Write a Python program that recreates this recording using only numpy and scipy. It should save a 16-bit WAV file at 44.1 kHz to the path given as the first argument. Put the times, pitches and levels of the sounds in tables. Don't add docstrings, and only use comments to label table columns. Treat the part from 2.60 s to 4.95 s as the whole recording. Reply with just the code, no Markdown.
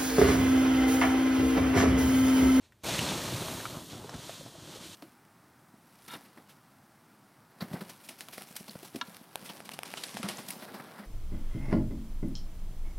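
import sys
import numpy as np
from scipy import signal
from scipy.fft import rfft, irfft
from scipy.io import wavfile

SR = 44100
rng = np.random.default_rng(int(sys.argv[2]) if len(sys.argv) > 2 else 0)


def int16_out(signal):
    q = np.round(np.clip(np.atleast_2d(signal).T, -1, 1) * 32767)
    wavfile.write(sys.argv[1], SR, q.astype(np.int16))


N = 103635
TIME = np.arange(N) / SR
SLIPS_PER_S, BUMPS_PER_S, TUMBLES_PER_S = 14000, 1100, 500


def amp(db):
    return 10 ** (np.asarray(db) / 20)


def unit(x):
    return x / np.sqrt(np.mean(x ** 2) + 1e-20)


def curve(rows, column=1):
    rows = np.array(rows)
    return np.interp(TIME, rows[:, 0], rows[:, column])


def add(mix, start_s, sound):
    part = mix[max(round(start_s * SR), 0):][:len(sound)]
    part += sound[:len(part)]


def decay(t, t60):
    return np.exp(-np.log(1000) * t / t60)


def ring(t, hz, t60, rise_s):
    return np.sin(2 * np.pi * hz * t) * decay(t, t60) * (1 - np.exp(-t / rise_s))


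def colour(x, eq, size=4096):
    hz, db = np.transpose(eq)
    bin_hz = abs(np.fft.fftfreq(size, 1 / SR)) + 1
    log_gain = np.log(amp(np.interp(np.log(bin_hz), np.log(hz), db)))
    impulse = np.fft.ifft(np.exp(np.conj(signal.hilbert(log_gain)))).real
    return unit(signal.fftconvolve(x, impulse[:size // 2])[:N])


def contacts(per_s, spread_db=2.5, largest=1.91):
    hits = rng.random(N) < per_s / SR
    size = np.minimum(rng.exponential(1, N), largest)
    return hits * rng.choice([-1., 1.], N) * amp(spread_db * size)


def flutter(rate_hz):
    hz = np.fft.rfftfreq(N, 1 / SR)
    spectrum = rfft(rng.standard_normal(N)) * hz / (hz + 10) / (1 + (hz / rate_hz) ** 2)
    return unit(irfft(spectrum, N))


# f/Hz, relative level/dB
ROOM_EQ = [(20, -40), (50, -6), (100, 1.5), (160, -6), (300, -10), (500, -16), (1000, -18), (4000, -28),
           (15000, -30.5)]
def room_tone(level_db=-66.5):
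    return amp(level_db) * colour(rng.standard_normal(N), ROOM_EQ)


def echoes(x, t60=0.07):
    t = np.arange(SR // 4) / SR
    taps = rng.standard_normal(len(t)) * (rng.random(len(t)) < 1 / 20) * decay(t, t60)
    return signal.fftconvolve(x, taps / np.linalg.norm(taps))[:N]


# t/s, level/dB
BRUSH_RIDE = [(0, -73), (.04, -64.5), (.07, -68), (.1, -77.5), (.16, -81), (.205, -79), (.23, -65.5)]
def brush(patter_db=-4):
    slips = colour(contacts(SLIPS_PER_S), PRESSED_EQ)
    bumps = colour(contacts(BUMPS_PER_S), PATTER_EQ)
    return (slips + amp(patter_db) * bumps) * amp(curve(BRUSH_RIDE))


# t/s, level/dB, f/Hz, ring t60/s
THUD_CUES = [(0.28, -30, 227, 0.087), (0.325, -25.5, 190, 0.084), (0.736, -27, 105, 0.081),
             (1.545, -23.5, 223, 0.0266), (1.550, -35.5, 62, 0.082)]
def thuds():
    out, t = np.zeros(N), np.arange(SR // 5) / SR
    for start_s, level_db, hz, t60 in THUD_CUES:
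        add(out, start_s, amp(level_db) * ring(t, hz, t60, rise_s=0.0017))
    return out


# t/s, level/dB, f/Hz, ring t60/s, crack against ring/dB
SNAP_CUES = [(0.1224, -49.5, 1650, 0.0072, -4.5), (0.1205, -67, 3870, 0.0056, -12),
             (.2348, -44, 6800, .005, -4), (.2455, -31.5, 2200, 0.012, -18),
             (.2885, -21.5, 690, 0.015, -26), (0.3919, -15, 2820, 0.0054, -13),
             (0.4902, -20, 3560, 0.0061, -14), (.5345, -30, 580, 0.0065, -13),
             (0.8226, -21, 315, 0.0079, -17), (.8835, -35.5, 1010, 0.014, 2),
             (1.003, -32.5, 1690, .005, -5), (1.0545, -22, 1380, 0.0089, -15),
             (1.0555, -29.5, 2280, 0.0069, -10.5), (1.149, -35, 300, 0.015, -16),
             (1.445, -32.5, 434, 0.027, -8), (1.4932, -34.5, 900, 0.0059, -1.5),
             (1.496, -36, 5530, 0.0076, -16), (1.541, -33.5, 905, 0.011, -5),
             (1.694, -43, 1520, 0.0056, -4), (1.6942, -28, 665, 0.018, -20), (1.809, -38, 560, .035, -27),
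             (1.862, -40.5, 670, 0.021, -16), (1.952, -41.5, 635, 0.039, -22),
             (2.077, -42.5, 546, 0.033, -12), (2.158, -36.5, 474, .025, -10)]
def snaps(overtone_ratio=1.66, overtone_db=-8.5, crack_width=1.56):
    out, t = np.zeros(N), np.arange(SR // 10) / SR
    for start_s, level_db, hz, t60, crack_db in SNAP_CUES:
        rise_s = 0.17 / hz
        overtone = amp(overtone_db) * ring(t, hz * overtone_ratio, t60 / 2, rise_s)
        body = ring(t, hz, t60, rise_s) + overtone
        band = signal.butter(1, [hz / crack_width, hz * crack_width], "bandpass", fs=SR)
        noise = unit(signal.lfilter(*band, rng.standard_normal(len(t))))
        crack = noise * decay(t, t60=0.018) * (1 - np.exp(-t / rise_s))
        add(out, start_s, amp(level_db) * (body + amp(crack_db) * crack))
    return out


# t/s, patter level/dB, tumble level before shoves/dB
CHURN_RIDE = [(.235, -42, -45.5), (.28, -41.5, -40), (.45, -37.5, -38), (.6, -41, -42.5), (.9, -43, -43),
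              (1.02, -46.5, -46.5), (1.11, -51, -49), (1.15, -45, -44.5), (1.27, -61.5, -58.5),
              (1.33, -49, -45.5), (1.48, -53.5, -53), (1.55, -47, -48), (1.6, -53, -51), (1.78, -56.5, -57),
              (1.81, -63, -49.5), (1.87, -57, -51), (1.92, -59.5, -61.5), (1.98, -57, -51.5),
              (2.16, -54.5, -51.5), (2.35, -58.5, -56)]
# t/s, length/s, boost/dB
SHOVE_CUES = [(0.32, 0.1, 1.5), (.5, 0.045, 6.5), (.71, .06, 7), (0.804, 0.03, 5.5), (0.945, 0.046, 5),
              (1.15, 0.046, 6), (1.2, 0.079, 9), (1.345, 0.068, 2.5), (2.235, 0.046, 6)]
# f/Hz, relative level/dB
PATTER_EQ = [(30, -37), (100, -23), (250, -2), (400, -0.5), (620, 2), (780, -3), (950, -0.5), (1300, -5),
             (1800, -13), (3000, -23), (8000, -45)]
TUMBLE_EQ = [(20, -59), (35, -20), (55, -11), (80, -6.5), (110, -0.5), (150, 1.5), (195, -2.5), (245, -4),
             (345, -4), (430, -15.5), (900, -36.5), (3000, -71)]
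def churn():
    shove_db = sum(boost_db * np.sin(np.pi * np.clip((TIME - start_s) / length_s, 0, 1))
                   for start_s, length_s, boost_db in SHOVE_CUES)
    patter = colour(contacts(BUMPS_PER_S), PATTER_EQ)
    tumble = colour(contacts(TUMBLES_PER_S, spread_db=3), TUMBLE_EQ)
    return patter * amp(curve(CHURN_RIDE)) + tumble * amp(curve(CHURN_RIDE, column=2) + shove_db)


# t/s, level/dB
SLIDE_RIDE = [(.235, -46.5), (.28, -34), (.32, -34.5), (.37, -35.5), (.5, -36.5), (.58, -39.5), (.9, -42.5),
              (1.1, -47), (1.28, -54.5), (1.31, -48), (1.34, -48.5), (1.39, -54.5), (1.47, -55),
              (1.55, -51), (1.7, -47), (1.82, -52), (1.92, -55.5), (1.98, -56), (2.02, -53.5), (2.16, -49),
              (2.19, -54), (2.24, -47), (2.29, -51.5), (2.35, -49.5)]
# t/s, level before trim/dB
FIZZ_RIDE = [(0.24, -51.5), (0.27, -47.5), (0.61, -50.5), (0.94, -49.5), (0.96, -51.5), (1.52, -65.5),
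             (1.7, -58), (1.97, -68), (2.17, -60), (2.2, -65), (2.23, -59.5), (2.35, -61)]
# f/Hz, relative level/dB
PRESSED_EQ = [(500, -15.5), (1500, -5), (2000, -3), (2500, -1), (3300, -1), (4300, 0.5), (4900, -5.5),
              (6500, -5), (9400, -11.5), (10400, -16), (15500, -37)]
LOOSE_EQ = [(500, -14.5), (1500, -8), (2400, -10.5), (3300, -.5), (4400, -4), (4950, -6.5), (6500, -6.5),
            (9400, -11.5), (10400, -17), (15500, -33)]
FIZZ_EQ = [(3000, -34), (6000, -7), (7200, -7), (9500, -2.5), (10400, -8), (11500, -4), (13000, -7),
           (15000, -9), (15500, -14)]
def hiss(fizz_trim_db=2.5, flutter_db=0.74):
    level_db = curve(SLIDE_RIDE)
    pressure = (level_db - level_db.min()) / np.ptp(level_db)
    slips = contacts(SLIPS_PER_S)
    body = pressure * colour(slips, PRESSED_EQ) + (1 - pressure) * colour(slips, LOOSE_EQ)
    fizz = colour(contacts(SLIPS_PER_S), FIZZ_EQ) * amp(curve(FIZZ_RIDE) + fizz_trim_db)
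    return (body * amp(level_db) + fizz) * amp(flutter_db * flutter(rate_hz=95))


def scene(plunge_s=0.2335, crossfade_s=0.0053, echo_db=-9.5):
    plunged = np.clip((TIME - plunge_s) / crossfade_s, 0, 1)
    rustle = plunged * (hiss() + churn()) + (1 - plunged) * brush()
    knocks = snaps() + thuds()
    mono = rustle + knocks + amp(echo_db) * echoes(knocks) + room_tone()
    return np.array([mono, mono])


def record(dry, low_cut_hz=42, high_cut_hz=15500):
    thinned = signal.lfilter(*signal.butter(3, low_cut_hz, "highpass", fs=SR), dry)
    lowpass = signal.firwin(511, high_cut_hz, window=("kaiser", 9), fs=SR)
    return signal.oaconvolve(thinned, lowpass[None], "same", axes=1)


dry = scene()
out = record(dry)
int16_out(out)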